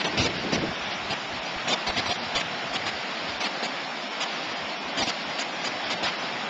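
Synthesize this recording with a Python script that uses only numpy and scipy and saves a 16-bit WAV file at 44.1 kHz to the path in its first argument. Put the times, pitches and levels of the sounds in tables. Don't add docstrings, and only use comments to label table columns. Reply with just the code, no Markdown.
import sys
import numpy as np
from scipy import signal
from scipy.fft import rfft, irfft, next_fast_len
from scipy.io import wavfile
from scipy.ndimage import uniform_filter1d, map_coordinates

SR = 44100
rng = np.random.default_rng(int(sys.argv[2]) if len(sys.argv) > 2 else 0)


def level_to_linear(level):
    exponent = np.asarray(level, float) / 20
    return 10 ** exponent


def store_pcm(level_fs):
    pcm = np.round(np.clip(level_fs, -1, 1) * 32767).astype(np.int16)
    wavfile.write(sys.argv[1], SR, np.atleast_2d(pcm).T)


N = 286209
CAM_SR, BLOCK = 16000, 512
UP, DOWN = 441, 160


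def unit(x):
    return x / np.sqrt(np.mean(x ** 2) + 1e-20)


def along(points, hz):
    f, v = np.transpose(points)
    return np.interp(np.log(hz + 1), np.log(f + 1), v)


def over_time(points):
    s, value = np.transpose(points)
    return np.interp(np.arange(N) / SR, s, value)


def bumps(rows):
    t = np.arange(N) / SR
    return sum(level_to_linear(db) * np.exp(-8 * ((t - s) / length) ** 2) for s, db, length in rows)


def wobble(rate):
    return map_coordinates(rng.standard_normal(int(N * rate / SR) + 4), [np.arange(N) * rate / SR])


def coloured(x, spectrum):
    m = next_fast_len(N + 8192)
    gain = level_to_linear(along(spectrum, np.fft.rfftfreq(m, 1 / SR)))
    return unit(irfft(rfft(x, m) * gain, m)[:N])


def rush(patchy_db):
    z = signal.stft(rng.standard_normal(N), nperseg=512)[2]
    patches = uniform_filter1d(rng.standard_normal(z.shape), size=6, axis=0)
    patches = uniform_filter1d(patches, size=10, axis=1)
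    return unit(signal.istft(z * level_to_linear(patchy_db * unit(patches)), nperseg=512)[1][:N])


def bubbles(count, hz, spread, cycles, scatter_db, size):
    draw = rng.random((count, 3))
    t = np.arange(size) / SR
    pitch = hz * np.exp(spread * 2 * (draw[:, 1:2] - .5))
    turns = pitch * t
    ring = np.sin(2 * np.pi * turns * (1 + .12 * turns / cycles))
    ring = ring * np.exp(-3 * turns / cycles) * (1 - np.exp(-turns))
    ring = ring * level_to_linear(-scatter_db * np.log(draw[:, 2:] + 0.0018))
    at = (draw[:, :1] * N).astype(int) + np.arange(size)
    return unit(np.bincount(at.ravel(), ring.ravel(), N + size)[:N])


# (time [s], level [dB])
FLOW_SURGE = [
    (0, -1),
    (.2, 0),
    (1.08, -0.7),
    (2, 0),
    (2.64, -.5),
    (3.16, 0.35),
    (4.7, 0),
    (5.44, 0.07),
    (6.49, .8),
]


def water():
    flow_db = over_time(FLOW_SURGE)
    surge_db = .5 * wobble(3)
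    roar_db = -34.5 + flow_db + surge_db + 0.37 * wobble(9)
    fizz_db = -34 + .5 * flow_db + surge_db + .4 * wobble(11)
    return level_to_linear(roar_db) * roar() + level_to_linear(fizz_db) * fizz()


# (frequency [Hz], level [dB per Hz])
ROAR_TONE = [(40, -40), (110, -24.5), (165, -5.5), (260, -2.5), (450, -8), (700, 0), (950, -3.5),
             (1500, -8.5), (3000, -25.5)]


def roar():
    notes = bubbles(count=1500, hz=748.5, spread=.6, cycles=6.4, scatter_db=1.5, size=700)
    return coloured(rush(patchy_db=0.6) + .08 * notes, ROAR_TONE)


# (frequency [Hz], level [dB per Hz])
FIZZ_TONE = [(500, -24), (1200, -4.5), (2200, 0.5), (3200, -1), (4200, -4), (4950, -3.5), (5200, -9.5),
             (5900, -7.5), (8000, -22)]


def fizz():
    notes = bubbles(count=9000, hz=2786, spread=.8, cycles=4, scatter_db=2, size=120)
    return coloured(rush(patchy_db=.7) + .25 * notes, FIZZ_TONE)


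def wind():
    return buffet() + flutter() + slaps()


# (time [s], level [dB])
STEADY_WIND = [(0, -57.5), (.15, -45), (.72, -44), (.78, -55.5), (1, -50.5), (1.7, -52.5), (2.4, -49),
               (2.93, -52), (3.02, -60), (4.15, -58.5), (4.5, -56), (5.1, -56), (5.22, -59), (5.9, -55),
               (6.49, -56.5)]
# (time [s], peak level [dB], length [s])
EDDIES = [(.215, -37.5, .13), (.39, -41, .14), (.58, -35, .16), (.7, -42, .07), (.88, -48, .05),
          (1.1, -49, .15), (1.33, -48, .06), (1.65, -52, .07), (2, -47, .1), (2.27, -47, .07),
          (2.52, -47.5, .12), (2.66, -52, .05), (2.86, -50.5, .1), (3.33, -50, .12), (4.5, -53, .08),
          (4.87, -52, .08), (5.02, -44, .08), (5.15, -49.5, .05), (5.9, -53, .12), (6.35, -54, .06)]
# (frequency [Hz], level [dB per Hz])
BUFFET_TONE = [(15, -40), (40, -11), (110, 0.5), (200, -4.5), (500, -13), (1100, -30.5), (2500, -56)]


def buffet():
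    rumble = coloured(rng.standard_normal(N), BUFFET_TONE)
    rumble = unit(level_to_linear(2.5 * wobble(25)) * rumble)
    return (level_to_linear(over_time(STEADY_WIND)) + bumps(EDDIES)) * rumble


# (time [s], peak level [dB], length [s])
FLUTTER_BURSTS = [
    (.21, -42, .12),
    (.33, -38, .1),
    (.455, -38, .06),
    (.58, -32.5, .08),
    (.645, -34, .06),
]
# (frequency [Hz], level [dB per Hz])
FLUTTER_TONE = [(80, -28.5), (160, 0), (350, 0.5), (700, -7), (1200, -26)]


def flutter():
    squall_db, end_s, fade_s = -39, .73, .03
    flapping = unit(level_to_linear(2.5 * wobble(40)) * coloured(rng.standard_normal(N), FLUTTER_TONE))
    squall = level_to_linear(squall_db) * (1 - np.tanh((np.arange(N) / SR - end_s) / fade_s)) / 2
    return (squall + bumps(FLUTTER_BURSTS)) * flapping


# (time [s], peak level [dB], pitch [Hz])
AIR_SLAPS = [(.19, -20, 279), (0.216, -16.5, 150), (.252, -15, 481), (.455, -24, 180), (.53, -12.5, 230),
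             (0.579, -18, 372), (.638, -16, 302), (.685, -27, 60), (.815, -27, 60), (1.39, -30, 50),
             (1.562, -24, 55), (1.72, -19, 200.6), (1.892, -20, 70), (2.09, -27, 90), (2.355, -27, 60),
             (2.95, -28, 60), (3.29, -28, 80), (3.38, -30, 100), (4.85, -31, 80), (5.0, -18, 329),
             (5.022, -18, 247.4), (5.075, -21, 260), (5.27, -28, 100), (5.4, -25, 270), (6.34, -33, 70)]


def slaps():
    out = np.zeros(N + SR)
    t = np.arange(SR // 10) / SR
    for s, db, hz in AIR_SLAPS:
        fall = level_to_linear(db - 8.5 - 60 * t / (.03 + 1.2 / hz))
        rise = 1 - np.exp(-t / 0.0011)
        out[round(s * SR):][:len(t)] += fall * np.sin(2 * np.pi * hz * t) * rise
    return out[:N]


def scene():
    return np.tile(water() + wind(), (2, 1))


# (time [s], level [dB], hiss level [dB])
LOUD_HALVES = [(0, 6.5, -4), (.064, 6.5, 4), (.192, 8, 11), (.224, 6.5, 12), (.256, 8, 15.5), (.544, 6, 7),
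               (1.12, 7.5, 6), (1.696, 7.5, 19), (1.728, 8.5, 16.5), (1.888, 8, 0), (1.984, 8, 9.5),
               (2.08, 4, -6), (2.112, 7.5, 3), (2.144, -3, 6), (2.368, 8, 17), (2.4, 4, 11.5),
               (2.752, 6.5, 12.5), (2.88, 6, 10), (3.424, 6, -1), (3.456, 7.5, 6), (3.648, 4.5, 14.5),
               (4.224, 6, 15.5), (4.992, 8.5, 15.5), (5.024, 8, 9.5), (5.056, 1.5, 0), (5.088, 7, 15),
               (5.408, 5, 19), (5.664, 5, 16), (5.92, 5, 12), (6.048, 6.5, 14.5)]
# (time [s], level [dB], hiss level [dB])
THIN_BLOCKS = [(.384, 1.5, -21), (.608, 0, -16), (.768, 1, -17), (.864, 2, -17), (.928, 1.5, -16),
               (1.408, -2.5, -16), (2.176, -.5, -15), (2.208, -0.5, -20), (3.296, 2, 1), (3.392, -0.5, -15),
               (4.096, 0, -10), (4.544, -1.5, -28), (4.768, 0, -12), (4.8, .5, -19), (4.864, 0, -6),
               (4.928, -.5, -13), (5.248, 1, -10), (5.856, 2.5, -18), (6.016, -0.5, -11), (6.08, 5.5, 4),
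               (6.176, -0.5, -22)]


def camera_storage(x):
    count = len(x) // BLOCK + 3
    edge_db = 6.5 * rng.standard_normal(count)
    gain_db, hiss_db, marked = by_block(THIN_BLOCKS, count)
    thin = [gain_db, gain_db / 2, -2 * np.abs(edge_db) * marked, hiss_db, gain_db + .3 * hiss_db]
    gain_db, hiss_db, split = by_block(LOUD_HALVES, count)
    loud = [gain_db, 1.15 * gain_db, edge_db + 2, hiss_db, 10.5 + .8 * gain_db]
    latest = np.maximum.accumulate(split * np.arange(count)).astype(int)
    long = stored_blocks(x, size=BLOCK, gains=np.transpose(thin), rounding=.45,
                         bright_db=-0.5, swaps=0.98, uneven_db=.8)
    short = stored_blocks(x, size=BLOCK // 2, gains=np.transpose(loud)[latest], rounding=.39,
                          bright_db=5.5, swaps=5, uneven_db=2.2)
    in_half = np.repeat(split, BLOCK)[BLOCK // 2:][:len(x)]
    turn = np.pi / 2 * uniform_filter1d(in_half, size=BLOCK // 2)
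    return long * np.cos(turn) + short * np.sin(turn)


def by_block(rows, count):
    s, *cols = np.transpose(rows)
    out = np.zeros((3, count))
    out[:, np.round(s * CAM_SR / BLOCK).astype(int)] = [*cols, np.ones_like(s)]
    return out


# (frequency [Hz], level [dB])
ROUNDING_STEP = [(50, -26.5), (500, -25.5), (1200, -24.5), (2400, -24), (3500, -26), (5000, -27),
                 (6000, -29)]


def stored_blocks(x, size, gains, rounding, bright_db, swaps, uneven_db):
    lead = (BLOCK - size) // 2
    n, k = np.arange(2 * size) + .5, np.arange(size) + .5
    window = np.sqrt(2 / size) * np.sin(np.pi * n / 2 / size)
    basis = window[:, None] * np.cos(np.pi / size * np.outer(n + size / 2, k))
    hz = k * CAM_SR / 2 / size
    padded = np.pad(x, (size + lead, 2 * size))
    lines = np.lib.stride_tricks.sliding_window_view(padded, 2 * size)[::size] @ basis
    gains = gains[np.round((np.arange(len(lines)) * size - lead) / BLOCK).astype(int)]

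    step = level_to_linear(along(ROUNDING_STEP, hz) + .8 * rng.standard_normal((len(lines), 1)))
    noise = rng.uniform(-1, 1, lines.shape) * np.sqrt(3)
    whole_steps = np.sign(lines) * np.floor(np.abs(lines) / step + rounding)
    lines = step * (whole_steps + level_to_linear(-26.0) * noise)

    lines = lines * level_to_linear(level_errors(hz, gains, bright_db, uneven_db))
    lines = hiss_for_treble(lines, noise, hz, gains, swaps)
    halves = (lines @ basis.T).reshape(len(lines), 2, size)
    return (halves[1:, 0] + halves[:-1, 1]).ravel()[lead:][:len(x)]


def level_errors(hz, gains, bright_db, uneven_db):
    treble = np.clip(np.log2(hz / 700) / 0.98, 0, 1)
    spared = .3 * np.exp(-np.log(hz / 1400) ** 2 / .15)
    uneven = np.repeat(rng.standard_normal((len(gains), len(hz) // 16)), 16, axis=1)
    error_db = uneven_db * uneven * treble - spared * gains[:, :1]
    error_db = error_db + gains[:, :1] * treble + gains[:, 1:2] * (1 - treble)
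    return error_db + bright_db * np.clip(hz / 4000 - .6, -1, 1)


# (from [Hz], to [Hz], share of blocks [0-1])
HISS_BANDS = [(4000, 5300, .25), (5300, 6000, .7), (6000, 6330, 1), (6330, 7280, 1), (7280, 8000, 1)]
# (frequency [Hz], level [dB per line])
HISS_LEVEL = [(4000, -39), (5250, -40), (5350, -30.5), (5600, -44), (5950, -47), (6020, -46), (6300, -51.5),
              (6350, -48.5), (7250, -47.5), (7300, -62), (8000, -60.5)]


def hiss_for_treble(lines, noise, hz, gains, swaps):
    hiss_gain = gains[:, [0, 0, 2, 3, 4]] + 0.92 * rng.standard_normal((len(lines), len(HISS_BANDS)))
    chance = rng.random(hiss_gain.shape)
    for band, (low, high, share) in enumerate(HISS_BANDS):
        swap = (hz > low) & (hz < high) & (chance[:, [band]] < share ** swaps)
        hiss = noise * level_to_linear(along(HISS_LEVEL, hz) + hiss_gain[:, [band]])
        lines = np.where(swap, hiss, lines)
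    return lines


# (frequency [Hz], level [dB])
PLAYBACK_FILTER = [(6500, -0.5), (7400, -1.5), (8000, -8.5), (8600, -19), (9100, -43), (9300, -77)]


def played_back(x):
    turns = len(x) // DOWN + 2
    low = rfft(x, turns * DOWN)
    mirrored = np.concatenate([low, np.conj(low[-2::-1])])
    hz = np.arange(len(mirrored)) * CAM_SR / (turns * DOWN)
    return irfft(mirrored * level_to_linear(along(PLAYBACK_FILTER, hz)), turns * UP)[:N] * UP / DOWN


def roll_off(x):
    return signal.sosfilt(signal.butter(12, 9110, fs=SR, output="sos"), x)


def record(dry):
    at_camera = signal.resample_poly(dry[0], DOWN, UP)
    sound = played_back(camera_storage(at_camera))
    return roll_off(np.tile(sound, (2, 1)))


dry = scene()
out = record(dry)
store_pcm(out)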